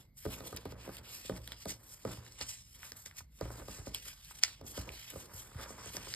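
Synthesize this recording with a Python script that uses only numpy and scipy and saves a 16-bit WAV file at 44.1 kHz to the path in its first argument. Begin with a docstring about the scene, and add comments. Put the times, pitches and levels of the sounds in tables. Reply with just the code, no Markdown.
"""Paper hisses first, as small cards are pushed over a table top; then they are picked up and knocked into a stack.
The hiss is grainy shaped noise; card edges snap as millisecond noise bursts through resonances.
Fingertips thud on the table, ringing the modes of its board, and drag on it with a stuttering murmur.
Short wall echoes, low room rumble and a wavering hum lie behind.
Two close microphone ports hear the same sound with a phase turn that grows with pitch."""
import sys
import numpy as np
from scipy import signal
from scipy.fft import rfft, irfft
from scipy.io import wavfile
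from scipy.ndimage import uniform_filter1d

SR = 44100
rng = np.random.default_rng(int(sys.argv[2]) if len(sys.argv) > 2 else 0)


def output_pcm(signal):
    """Save a mono or channel-first signal as 16-bit PCM at the path in sys.argv[1].

    Samples are clipped to [-1, 1] before scaling.
    """
    pcm = np.clip(np.atleast_2d(signal).T, -1, 1) * 32767
    wavfile.write(sys.argv[1], SR, np.round(pcm).astype(np.int16))


N = 271215

# strokes of sliding paper: (loudest moment [s], relative hiss level [dB], swell by 20 dB [ms],
# fade by 20 dB [ms], flex of the cards: body below 5.2 kHz re hiss [dB], sheen above 10.2 kHz re hiss [dB])
PAPER_STROKES = [(0.004, -65, 151.0, 55, 5, 9), (0.178, -58.4, 20, 161.0, -4.5, 10),
                 (0.255, -56.5, 50, 48, 5.5, 8), (0.315, -57, 31, 138, 5, 11.5),
                 (0.34, -53, 60, 15, 5.5, 10), (0.39, -55, 38, 40.0, 2, 0.5), (0.442, -59, 8, 80, 5, -1),
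                 (0.469, -48, 32, 41, -1, 5), (0.512, -62.5, 29.0, 159.0, 5.5, 5),
                 (0.569, -58.5, 11, 21, 15, 4), (0.61, -67, 30.0, 50.0, 8, 5),
                 (0.659, -68, 21.0, 30.0, 11, 1.5), (0.718, -62, 60, 21.0, 8, 6),
                 (0.788, -67.5, 12, 200, 11.5, 0), (0.86, -65, 146.0, 59, 7, 5),
                 (0.947, -58, 100, 62, 3.7, 6), (0.985, -58, 27, 18, 9, 3), (1.05, -62, 17, 200, 10.5, 8),
                 (1.143, -52.5, 110.0, 205, 1.9, 5), (1.265, -54.5, 65, 73.0, 6.5, 2),
                 (1.373, -53.5, 60.0, 18, -1, -3), (1.479, -63, 167.0, 47.0, 3, 4),
                 (1.522, -59.5, 54.0, 58, 11, -1), (1.627, -55, 76.0, 32, 2.3, -0.3),
                 (1.695, -43, 10, 52, 0, -4), (1.705, -43.5, 56, 35, -3.3, -5),
                 (1.936, -56.5, 183, 80.0, -3.5, 6), (2.02, -67, 40.0, 60.0, 0, -4),
                 (2.105, -59, 14, 100, -2, -2), (2.131, -54.5, 189, 104, 1.5, 1),
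                 (2.265, -62, 81.0, 103.0, 4.5, 1), (2.317, -63, 19, 188.0, -8, -1),
                 (2.426, -45.5, 65, 35, 3.5, -9), (2.502, -43.5, 86, 128, -5, -7),
                 (2.756, -60.5, 146, 36.0, 0.5, 5), (2.85, -55.5, 91.0, 123, 3, 6.5),
                 (2.972, -56, 21, 126, -3, 7.5), (3.058, -53.5, 6, 60.0, 2.5, 2),
                 (3.185, -49.5, 35, 40, 0, 2), (3.36, -71.0, 56, 100.0, 1.0, 11),
                 (3.437, -60, 106.0, 98, 3, -2.0), (3.522, -57, 60, 98.0, -4, 2),
                 (3.581, -58, 33.0, 79.0, 3, 7), (3.741, -51, 133, 138, -3, -2.5),
                 (3.865, -56.5, 27.5, 108, 3.5, -2), (3.947, -46, 12, 60, 3, -5),
                 (4.083, -51.5, 121, 94, 4, 4.5), (4.323, -57, 207, 14.0, 3.3, 4),
                 (4.389, -56, 85.0, 21, 3, 5), (4.435, -44.5, 19.5, 107, 5.5, -4),
                 (4.667, -52, 23, 214, -6, 2.5), (4.775, -49.5, 50, 95, 3, -0.5),
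                 (4.915, -67, 15, 199, 2, -3), (4.952, -57.5, 117.0, 259.0, 8, 4),
                 (5.109, -58, 97, 22, 10, 7), (5.211, -52.5, 182.0, 83, -2.5, 1.5),
                 (5.345, -57, 13, 103, -14, 9), (5.39, -50.6, 103.0, 128, -5.5, 2.5),
                 (5.633, -55, 118, 50.0, 4.5, 4), (5.694, -48.5, 34, 57.0, -10, -8),
                 (5.8, -68, 100.0, 100.0, 1.0, -9), (5.878, -51, 213.0, 64.0, -0.2, -6),
                 (5.968, -51, 97, 34, 2.5, 4), (6.07, -63, 15, 200, 3, 3),
                 (6.121, -52.5, 294.0, 152.0, 4.5, -0.5)]
# colour of sliding paper: (frequency [Hz], relative level per Hz [dB])
PAPER_COLOUR = [(300, -20.5), (800, -10), (1500, -6.5), (2000, -3), (2700, 2.5), (3300, 0), (4200, -1),
                (5100, 4), (6500, 2.9), (9000, 2), (12000, -2.5), (14800, -6.5), (17000, -52)]
BODY_LINGERS = 1.085  # the body of a stroke fades this many times slower than its hiss

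# card edges snapping: (time [s], relative peak level [dB], pitch [Hz], time to scrape peak [ms],
# relative level of the hollow knock [dB], relative level of the crackle [dB])
EDGE_SNAPS = [(0.1697, -47, 7950, 0.85, -33, -20), (0.248, -50, 5070, 0.85, -8, 5),
              (0.405, -46, 4040, 1, -18, -16), (0.4374, -62, 3280, 0.91, -21, -19),
              (0.5632, -30.5, 8070, 0.99, -20, 28), (0.5709, -30, 5040, 1, -6.5, -9),
              (0.6541, -43, 3530, 0.94, 3, -2), (0.7213, -42.5, 5280, 1, -1, -5),
              (0.968, -37.5, 3040, 1, -17, -5), (1.2971, -41, 3200, 0.62, -16, -10),
              (1.3633, -40, 4630, 1, 0, -11), (1.375, -44.5, 4940, 0.85, 3, -6),
              (1.475, -34.5, 3240, 1, -6, -6.5), (1.5195, -29.5, 3120, 0.71, -5.5, -15),
              (1.6541, -38, 4140, 1, -5.5, -6), (1.9275, -54, 6990, 0.9, -31, -6),
              (2.0502, -43.5, 4910, 1, 0, -17), (2.2641, -43.5, 4160, 0.74, 1, -14),
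              (2.321, -42.5, 5240, 0.95, -22, -11), (2.412, -24, 4500, 0.43, -9.5, -29),
              (2.7915, -47, 7120, 0.97, -4, -1), (2.83, -39.5, 5100, 0.98, 13, -8),
              (2.919, -32, 5300, 0.85, -5.5, -8.5), (3.0603, -34, 6200, 1, -6.5, -25),
              (3.111, -45.5, 2930, 0.95, 9, -8), (3.1692, -45, 8370, 0.93, -27, 0),
              (3.411, -41, 4730, 1, -21, -26), (3.4525, -49, 3060, 0.69, -16, -12),
              (3.683, -40.5, 3760, 1, -3, -5), (3.8648, -42, 4890, 0.84, -18, -20),
              (3.946, -22, 3050, 1, -32, -6), (4.247, -42.5, 3930, 0.63, -34, -2),
              (4.4352, -5.5, 5320, 0.71, -7, -30), (4.6125, -45, 5200, 0.85, -8, -6),
              (4.666, -42, 5700, 0.81, -34, -29), (4.7755, -42, 8370, 0.97, -25, -14),
              (4.8907, -33, 2400, 0.62, -26, -35), (5.103, -33, 8100, 0.61, 5, 8),
              (5.8583, -35.5, 7850, 1, -6, -18), (5.953, -51, 2900, 0.71, -22, -16),
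              (5.9668, -26.5, 5700, 1, -8, -24), (6.1386, -24, 4600, 0.33, -5, -21)]
KNOCK_HZ, CRACKLE_HZ = 1850, 10030

# fingertips landing: (time [s], relative level [dB], weight: tilt at 100 Hz and below [dB],
# nail hardness: relative tilt at 1 kHz and above [dB])
FINGER_THUDS = [(0.252, -34.5, -9.5, -10), (0.261, -30.5, -34, -17), (0.404, -41, -19.5, -11),
                (0.527, -39.5, -15, -6.5), (0.654, -34.5, -17, -13.5), (0.722, -41.5, -14, -13),
                (0.876, -37.5, -24, -13), (0.891, -39, -23, -11), (0.989, -52, -9, -21),
                (1.248, -52, -9, -15), (1.295, -29, -18.5, -15), (1.373, -50.5, 0, -7),
                (1.656, -34, -17.5, -13.5), (2.05, -29.5, -17.5, -14.5), (2.172, -53, -4, -4),
                (2.408, -45.5, -9, 0), (2.83, -72, -11, 20), (2.918, -51.5, -38, -11),
                (3.06, -56, -30, -11), (3.205, -62, 4, 9.5), (3.222, -73, -3, -15),
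                (3.41, -32.5, -7.5, -10.5), (3.454, -40, -18, -10.5), (3.503, -41, -39, -10),
                (3.598, -45, -9, -13), (3.617, -47.5, -16, -8), (3.682, -41, -13.5, -7.5),
                (3.785, -50.5, -1.5, -6), (3.869, -38.5, -12.5, -11.5), (4.062, -54, -14, -7),
                (4.309, -67.5, -9, 15), (4.611, -45, -10, -14), (4.776, -34.5, -13.5, -12),
                (4.875, -47, -4.5, -3.5), (5.135, -51, -10, -6), (5.157, -40.5, -20, -12.5),
                (5.335, -58.5, 6, -18), (5.546, -62, 13.5, 8), (5.704, -40.5, -19, -12),
                (5.781, -53, -8, -3), (5.861, -44.5, -7.5, -12), (5.946, -45, -26, -20.5),
                (5.968, -42.5, -14.5, -11), (6.07, -49, -13, -1.5)]
# main modes of the table top: (frequency [Hz], relative level [dB], nominal t60 [s])
BOARD_MODES = [(60.9, 8.5, 0.53), (85.3, 19.5, 0.086), (115.6, 3, 0.75), (186.3, -4, 0.28),
               (235.4, -7.5, 0.14), (285.8, -6.5, 0.21), (340.6, -17, 0.24), (430.7, -6.5, 0.12),
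               (531.4, 1, 0.059), (632, -13, 0.26), (797, -13.5, 0.12), (971, -2.5, 0.03),
               (1230, -5.5, 0.05), (1496, -6, 0.03)]
# colour of the first bending wave: (frequency [Hz], relative level per Hz [dB])
WAVE_FRONT = [(60, -31), (200, 4.5), (450, 9.5), (900, -7.5), (1600, -22), (2600, -23)]

# fingers dragging on the board: (start [s], hold [s], murmur of the middle modes [dB],
# coarse scrape in the high modes [dB])
FINGER_DRAGS = [(0.0, 0.0057, -61.5, -72), (0.3, 0.13, -49, -56), (0.432, 0.091, -48, -64),
                (0.55, 0.039, -52.5, -59), (0.67, 0.14, -53, -59.5), (0.85, 0.11, -54.5, -56),
                (1.0, 0.21, -59.5, -63), (1.32, 0.04, -45.5, -57), (1.48, 0.053, -59, -63.5),
                (1.68, 0.043, -51, -76), (1.8, 0.21, -66, -65.5), (2.07, 0.039, -45, -51.5),
                (2.19, 0.14, -59.5, -63.5), (2.41, 0.0096, -56, -52.5), (2.77, .02, -69, -69),
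                (2.83, 0.037, -85, -56.5), (2.92, 0.062, -83, -70), (2.965, 0.022, -86, -61),
                (3.06, .15, -89, -66.5), (3.42, 0.16, -52, -54), (3.59, 0.019, -49.5, -56.5),
                (3.7, .12, -55.5, -56.5), (3.87, .1, -55.5, -68), (4.1, 0.11, -88, -71),
                (4.32, 0.21, -70, -69), (4.62, 0.097, -53.5, -70), (4.75, 0.12, -57.5, -55.5),
                (4.88, 0.019, -49, -60), (5.13, 0.14, -54, -58.5), (5.3, 0.52, -58.5, -56.5),
                (5.59, 0.068, -51.5, -47), (5.7, 0.087, -58.5, -55.5), (5.8, .09, -60, -52),
                (5.95, 0.071, -52.5, -53), (6.05, 0.14, -55, -60)]
GRIP_DB_PER_S, SAG_DB_PER_S, LIFT_DB_PER_S = 612, 23, 190  # grips fast, sags while held, dies when lifted

# decay of the wall echoes: (frequency [Hz], t60 [s])
ROOM_DECAY = [(300, 0.3), (2000, 0.17), (6000, 0.091), (14000, 0.019)]
# colour of the quiet room: (frequency [Hz], relative level per Hz [dB])
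ROOM_AIR = [(19, -37), (32, 9), (65, -3), (145, -7), (203, -14), (359, -28), (1750, -48), (2160, -24.5),
            (2460, -56), (4590, -39), (5650, -62), (6110, -42), (9270, -83), (12300, -36), (16000, -52)]
AIR_DB, HUM_DB, HUM_HZ = -61.5, -69.5, 120  # levels ahead of the ports

# the port pair: (frequency [Hz], phase lead of left [rad], left-right balance [dB], likeness [0-1])
PORT_PAIR = [(100, 0, -1, .99), (250, -.4, -1.5, .96), (500, -.9, -4, .88), (900, -.4, -2.5, .85),
             (1300, -.2, .6, .9), (1800, .1, -.3, .9), (2700, 2.4, -1.6, .75), (3300, 1.3, -2, .7),
             (4700, 1.1, -2.5, .6), (5400, 2.1, -.3, .97), (6000, 3.14, 0, 1), (8100, 6.28, 0, 1),
             (10200, 9.42, 0, 1), (12400, 12.57, 0, 1), (14900, 15.7, 0, 1), (17000, 18.5, 0, 1)]
LOW_CUT_HZ, EDGE_HZ = 40, 15700


def slide(patchy_db=2.5, flicker_db=2.0, grain_db=0.5):
    """Fibres catching on fibres: dense grains, tinted by how the cards bend, with wandering bright patches."""
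    hz = np.fft.rfftfreq(256, 1 / SR)[:, None]
    t = np.arange(N // 64 + 5) * 64 / SR
    s, db, swell_ms, fade_ms, flex_db, sheen_db = np.transpose(PAPER_STROKES)[:, :, None]
    ms = (t - s) * 1000
    rise_db = 20 * np.minimum(ms, 0) / np.maximum(swell_ms, 1)
    fall_db = 20 * np.maximum(ms, 0) / np.maximum(fade_ms, 1)
    hiss_db = summed(db + rise_db - fall_db)
    body_db = summed(db + flex_db + rise_db - fall_db / BODY_LINGERS)
    top_db = summed(db + sheen_db + rise_db - fall_db)

    patches = rng.standard_normal((len(t), len(hz))).T
    patches = uniform_filter1d(patches, size=2, axis=0)
    patches = evened(uniform_filter1d(patches, size=50, axis=1))
    flicker = evened(uniform_filter1d(rng.standard_normal(len(t)), 6))  # the stroke is uneven

    low = 1 / (1 + (hz / 5200) ** 8)
    high = 1 / (1 + (10200 / (hz + 1)) ** 8)
    bands_db = low * body_db + (1 - low - high) * hiss_db + high * top_db
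    field_db = read(PAPER_COLOUR, hz[:, 0])[:, None] + bands_db + 8.0
    field_db = field_db + patchy_db * patches + flicker_db * flicker
    grains = gain_of(grain_db * uniform_filter1d(rng.exponential(1, N), 3))
    return noise(field_db, 256) * evened(grains)


def snaps(after_db=-33.0):
    """A scraping edge comes free and rings the bent card, the hollow of the hand and, faintly, the stack."""
    out = np.zeros((2, N))
    t = np.arange(2048) / SR
    hz = np.fft.rfftfreq(2048, 1 / SR)
    bursts = rng.standard_normal((len(EDGE_SNAPS), 2, 2048))
    for (s, db, pitch_hz, scrape_ms, knock_db, crackle_db), burst in zip(EDGE_SNAPS, bursts):
        card = ring(hz, pitch_hz, .4 * pitch_hz) ** 2
        knock = gain_of(knock_db + 2.5) * ring(hz, KNOCK_HZ, 1300.0) ** 2
        crackle = gain_of(crackle_db - 2.5) * ring(hz, CRACKLE_HZ, 8500.0) ** 2
        stack = gain_of(-10.5) * ring(hz, 840, 460.0)
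        colour = card + knock + crackle + stack

        u = t * 1000 / max(scrape_ms, .15)
        tremble = gain_of(after_db - 60 * t / 0.016) * np.minimum(u, 1)  # the card trembles on
        shape = u ** 2 * np.exp(2 - 2 * u) + tremble
        scrape = rfft(burst * shape)
        # flattened, so that it excites all pitches alike
        scrape = scrape / np.sqrt(uniform_filter1d(abs(scrape) ** 2, size=30, axis=1))
        snap = irfft(scrape * colour * ring(hz, 6100, 20000.0))
        snap = snap / abs(snap).max(1, keepdims=True)
        add(out, s, gain_of(db + np.array([[2.5], [-5]])) * snap)
    return out


def thuds(modes):
    """Each landing spot shakes the modes in its own proportion; the soft fingertip settles in aftershocks."""
    out = np.zeros((2, N))
    t = np.arange(1600) / SR
    chance = rng.random((len(FINGER_THUDS), 2, 2, len(modes), 1))
    jolts = rng.standard_normal((len(FINGER_THUDS), 1600))
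    jolts = jolts * (rng.random((len(FINGER_THUDS), 1600)) < 200. / SR)  # about 200 a second
    jolts = 0.19 * jolts * np.exp(-t / 0.0079) + (t == 0)  # the landing itself comes first
    for (s, db, weight_db, hard_db), draws, jolt in zip(FINGER_THUDS, chance, jolts):
        tilt = [(100, weight_db), (200, 0), (600, 0), (1000, hard_db + 11)]
        tilt_db = read(tilt, modes[:, 0])[:, None]
        rings = np.array([board(modes, -7 + tilt_db + 6.7 * (spot - .5), 0.46 * phase)
                          for spot, phase in draws])
        rings = gain_of(db) * (rings + gain_of([[1.5], [-8]]) * front(tilt))
        add(out, s, signal.fftconvolve(rings, jolt[None] / np.linalg.norm(jolt), axes=1))
    return out


def board(modes, strength_db, phases, travel_s=0.00895):
    """The table top rings; bending waves carry high pitches faster, so the low modes start late and swell."""
    hz, db, t60 = np.transpose(modes)[:, :, None]
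    delay_s = travel_s * (100 / hz) ** 0.673
    t = np.maximum(np.arange(SR // 3) / SR - delay_s, 0)
    rings = np.sin(2 * np.pi * (hz * t + phases)) * gain_of(db + strength_db - 60 * t / t60)
    return (rings * (1 - np.exp(-t * hz / 0.16))).sum(0)


def front(tilt, travel_s=0.009586, spread=.75):
    """The first bending wave: one push spread into a falling sweep, since low pitches travel slower."""
    hz = np.fft.rfftfreq(4096, 1 / SR)
    cycles = travel_s * 100 ** spread * hz ** (1 - spread) / (1 - spread)
    shape = gain_of(read(WAVE_FRONT, hz)) * np.exp(-2j * np.pi * cycles)
    wave = irfft(shape * gain_of(read(tilt, hz))) / abs(irfft(shape)).max()
    return np.pad(wave, (0, SR // 3 - 4096))


def crowd(weak_db=-3.0, count=30):
    """The main modes of the board, and a crowd of weaker, shorter ones between them."""
    hz = np.geomspace(72, 2300, count)
    db, t60 = read(BOARD_MODES, hz)
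    weaker_db = db + weak_db - 0.8 * np.log2(np.maximum(hz / 1450, 1))
    return np.vstack([BOARD_MODES, np.transpose([hz, weaker_db, 0.31 * t60])])


def drag(modes, damping=0.99, stutter_db=2.5):
    """Skin stutters over the board and keeps its modes murmuring; damping scales their widths."""
    hz = np.fft.rfftfreq(1024, 1 / SR)[:, None]
    t = np.arange(N // 256 + 5) * 256 / SR
    s, hold_s, *levels_db = np.transpose(FINGER_DRAGS)[:, :, None]
    grip_db = GRIP_DB_PER_S * np.minimum(t - s, 0)
    sag_db = SAG_DB_PER_S * np.maximum(t - s, 0)
    lift_db = LIFT_DB_PER_S * np.maximum(t - s - hold_s, 0)
    shape_db = grip_db - sag_db - lift_db

    peaks = ring(hz, modes[:, 0], damping * 2.2 / modes[:, 2]) * gain_of(modes[:, 1])
    colour = np.sqrt((abs(peaks) ** 2).sum(1, keepdims=True))
    reach = [evened(colour * bump(hz, centre_hz, 1.0)) for centre_hz in (420, 1300)]  # murmur, scrape
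    power = sum((shape * gain_of(summed(db + shape_db))) ** 2 for shape, db in zip(reach, levels_db))
    stutter = evened(uniform_filter1d(rng.exponential(1, N) - 1, 150))
    return noise(10 * np.log10(power + 1e-20), 1024) * evened(gain_of(stutter_db * stutter))


def room(x):
    """A bunch of wall echoes within sparse taps of random sign, each band dying at its own speed."""
    taps = np.zeros((2, SR // 2))
    at = np.arange(100, SR // 2 - 20, 20) + rng.integers(0, 20, (2, (SR // 2 - 101) // 20))
    np.put_along_axis(taps, at, rng.choice([-1., 1.], at.shape), 1)
    # the bunch stands out around 12.5 ms
    taps *= 1 + 2.4 * np.exp(-((np.arange(SR // 2) / SR - .0125) / 0.0016) ** 2)
    hz, t, z = signal.stft(taps, SR, nperseg=128)
    decay = gain_of(-60 * t / read(ROOM_DECAY, hz)[:, None])
    tail = signal.istft(z * decay, SR, nperseg=128)[1]
    return signal.fftconvolve(x, tail / np.linalg.norm(tail[0]), axes=1)[:, :N]


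def air():
    """Low room rumble as shaped noise, with a wavering mains hum as a narrow band of noise."""
    hz = np.fft.rfftfreq(2048, 1 / SR)
    hum_db = HUM_DB + 20 * np.log10(evened(bump(hz, HUM_HZ, 0.24)) + 1e-9)
    steady = np.zeros(N // 512 + 5)
    rumble = noise(read(ROOM_AIR, hz)[:, None] + steady, 2048)
    hum = noise(hum_db[:, None] + steady, 2048)
    return gain_of(AIR_DB) * evened(rumble) + hum


def noise(db, size):
    """Two unrelated noises with short-time spectra on a bins x frames field; 0 dB everywhere is rms 1."""
    a, b = rng.standard_normal((db.shape[1], db.shape[0], 2, 2)).T
    z = (a + 1j * b) * gain_of(db)
    return signal.istft(z, nperseg=size, noverlap=size * 3 // 4)[1][:, :N] / np.sqrt(size / 1.33)


def ring(hz, centre_hz, width_hz):
    """Frequency response of one damped resonance, 1 at its centre."""
    return 1j * hz * width_hz / (centre_hz ** 2 - hz ** 2 + 1j * hz * width_hz)


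def bump(hz, centre_hz, octaves):
    """A bell on the log-frequency axis, top 1."""
    return np.exp(-.5 * (np.log2((hz + 1) / centre_hz) / octaves) ** 2)


def read(points, hz):
    """Every column of a table over log frequency."""
    f, *columns = np.transpose(points)
    return np.squeeze([np.interp(np.log(hz + 1), np.log(f + 1), c) for c in columns])


def gain_of(db):
    """Decibels to a factor."""
    return 10 ** (np.asarray(db) / 20)


def summed(db):
    """Level in dB of overlapping sounds, one per row."""
    return 10 * np.log10((gain_of(db) ** 2).sum(0) + 1e-14)


def evened(x):
    """Scales to rms 1."""
    return x / np.sqrt(np.mean(abs(x) ** 2) + 1e-20)


def add(mix, s, sound):
    """Mixes a sound in at a time in seconds."""
    part = mix[:, round(s * SR):][:, :sound.shape[1]]
    part += sound[:, :part.shape[1]]


def scene():
    """Two versions of the sound field for the microphone ports to blend."""
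    cards = slide() + snaps()
    modes = crowd()
    return cards + gain_of(-16) * room(cards) + thuds(modes) + drag(modes) + air()


def record(dry):
    """Both ports share one field up to their likeness, turned in phase against each other; then band limits."""
    turn, balance_db, same = read(PORT_PAIR, np.fft.rfftfreq(512, 1 / SR))
    angle = np.arccos(np.clip(same, 0, 1)) / 2
    lean = gain_of(balance_db / 2) * np.exp(.5j * turn)
    left = [np.cos(angle) * lean, np.sin(angle) * lean]
    right = [np.cos(angle) / lean, -np.sin(angle) / lean]
    taps = np.roll(irfft(np.array([left, right])), 256, axis=2)[:, :, 1:] * np.hanning(511)
    ports = np.array([signal.oaconvolve(dry, pair, "same", axes=1).sum(0) for pair in taps])
    ports = signal.sosfilt(signal.butter(6, LOW_CUT_HZ, "high", fs=SR, output="sos"), ports)
    low_pass = signal.firwin(511, EDGE_HZ, window=("kaiser", 9), fs=SR)
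    return signal.oaconvolve(ports, low_pass[None], "same")


dry = scene()
out = record(dry)
output_pcm(out)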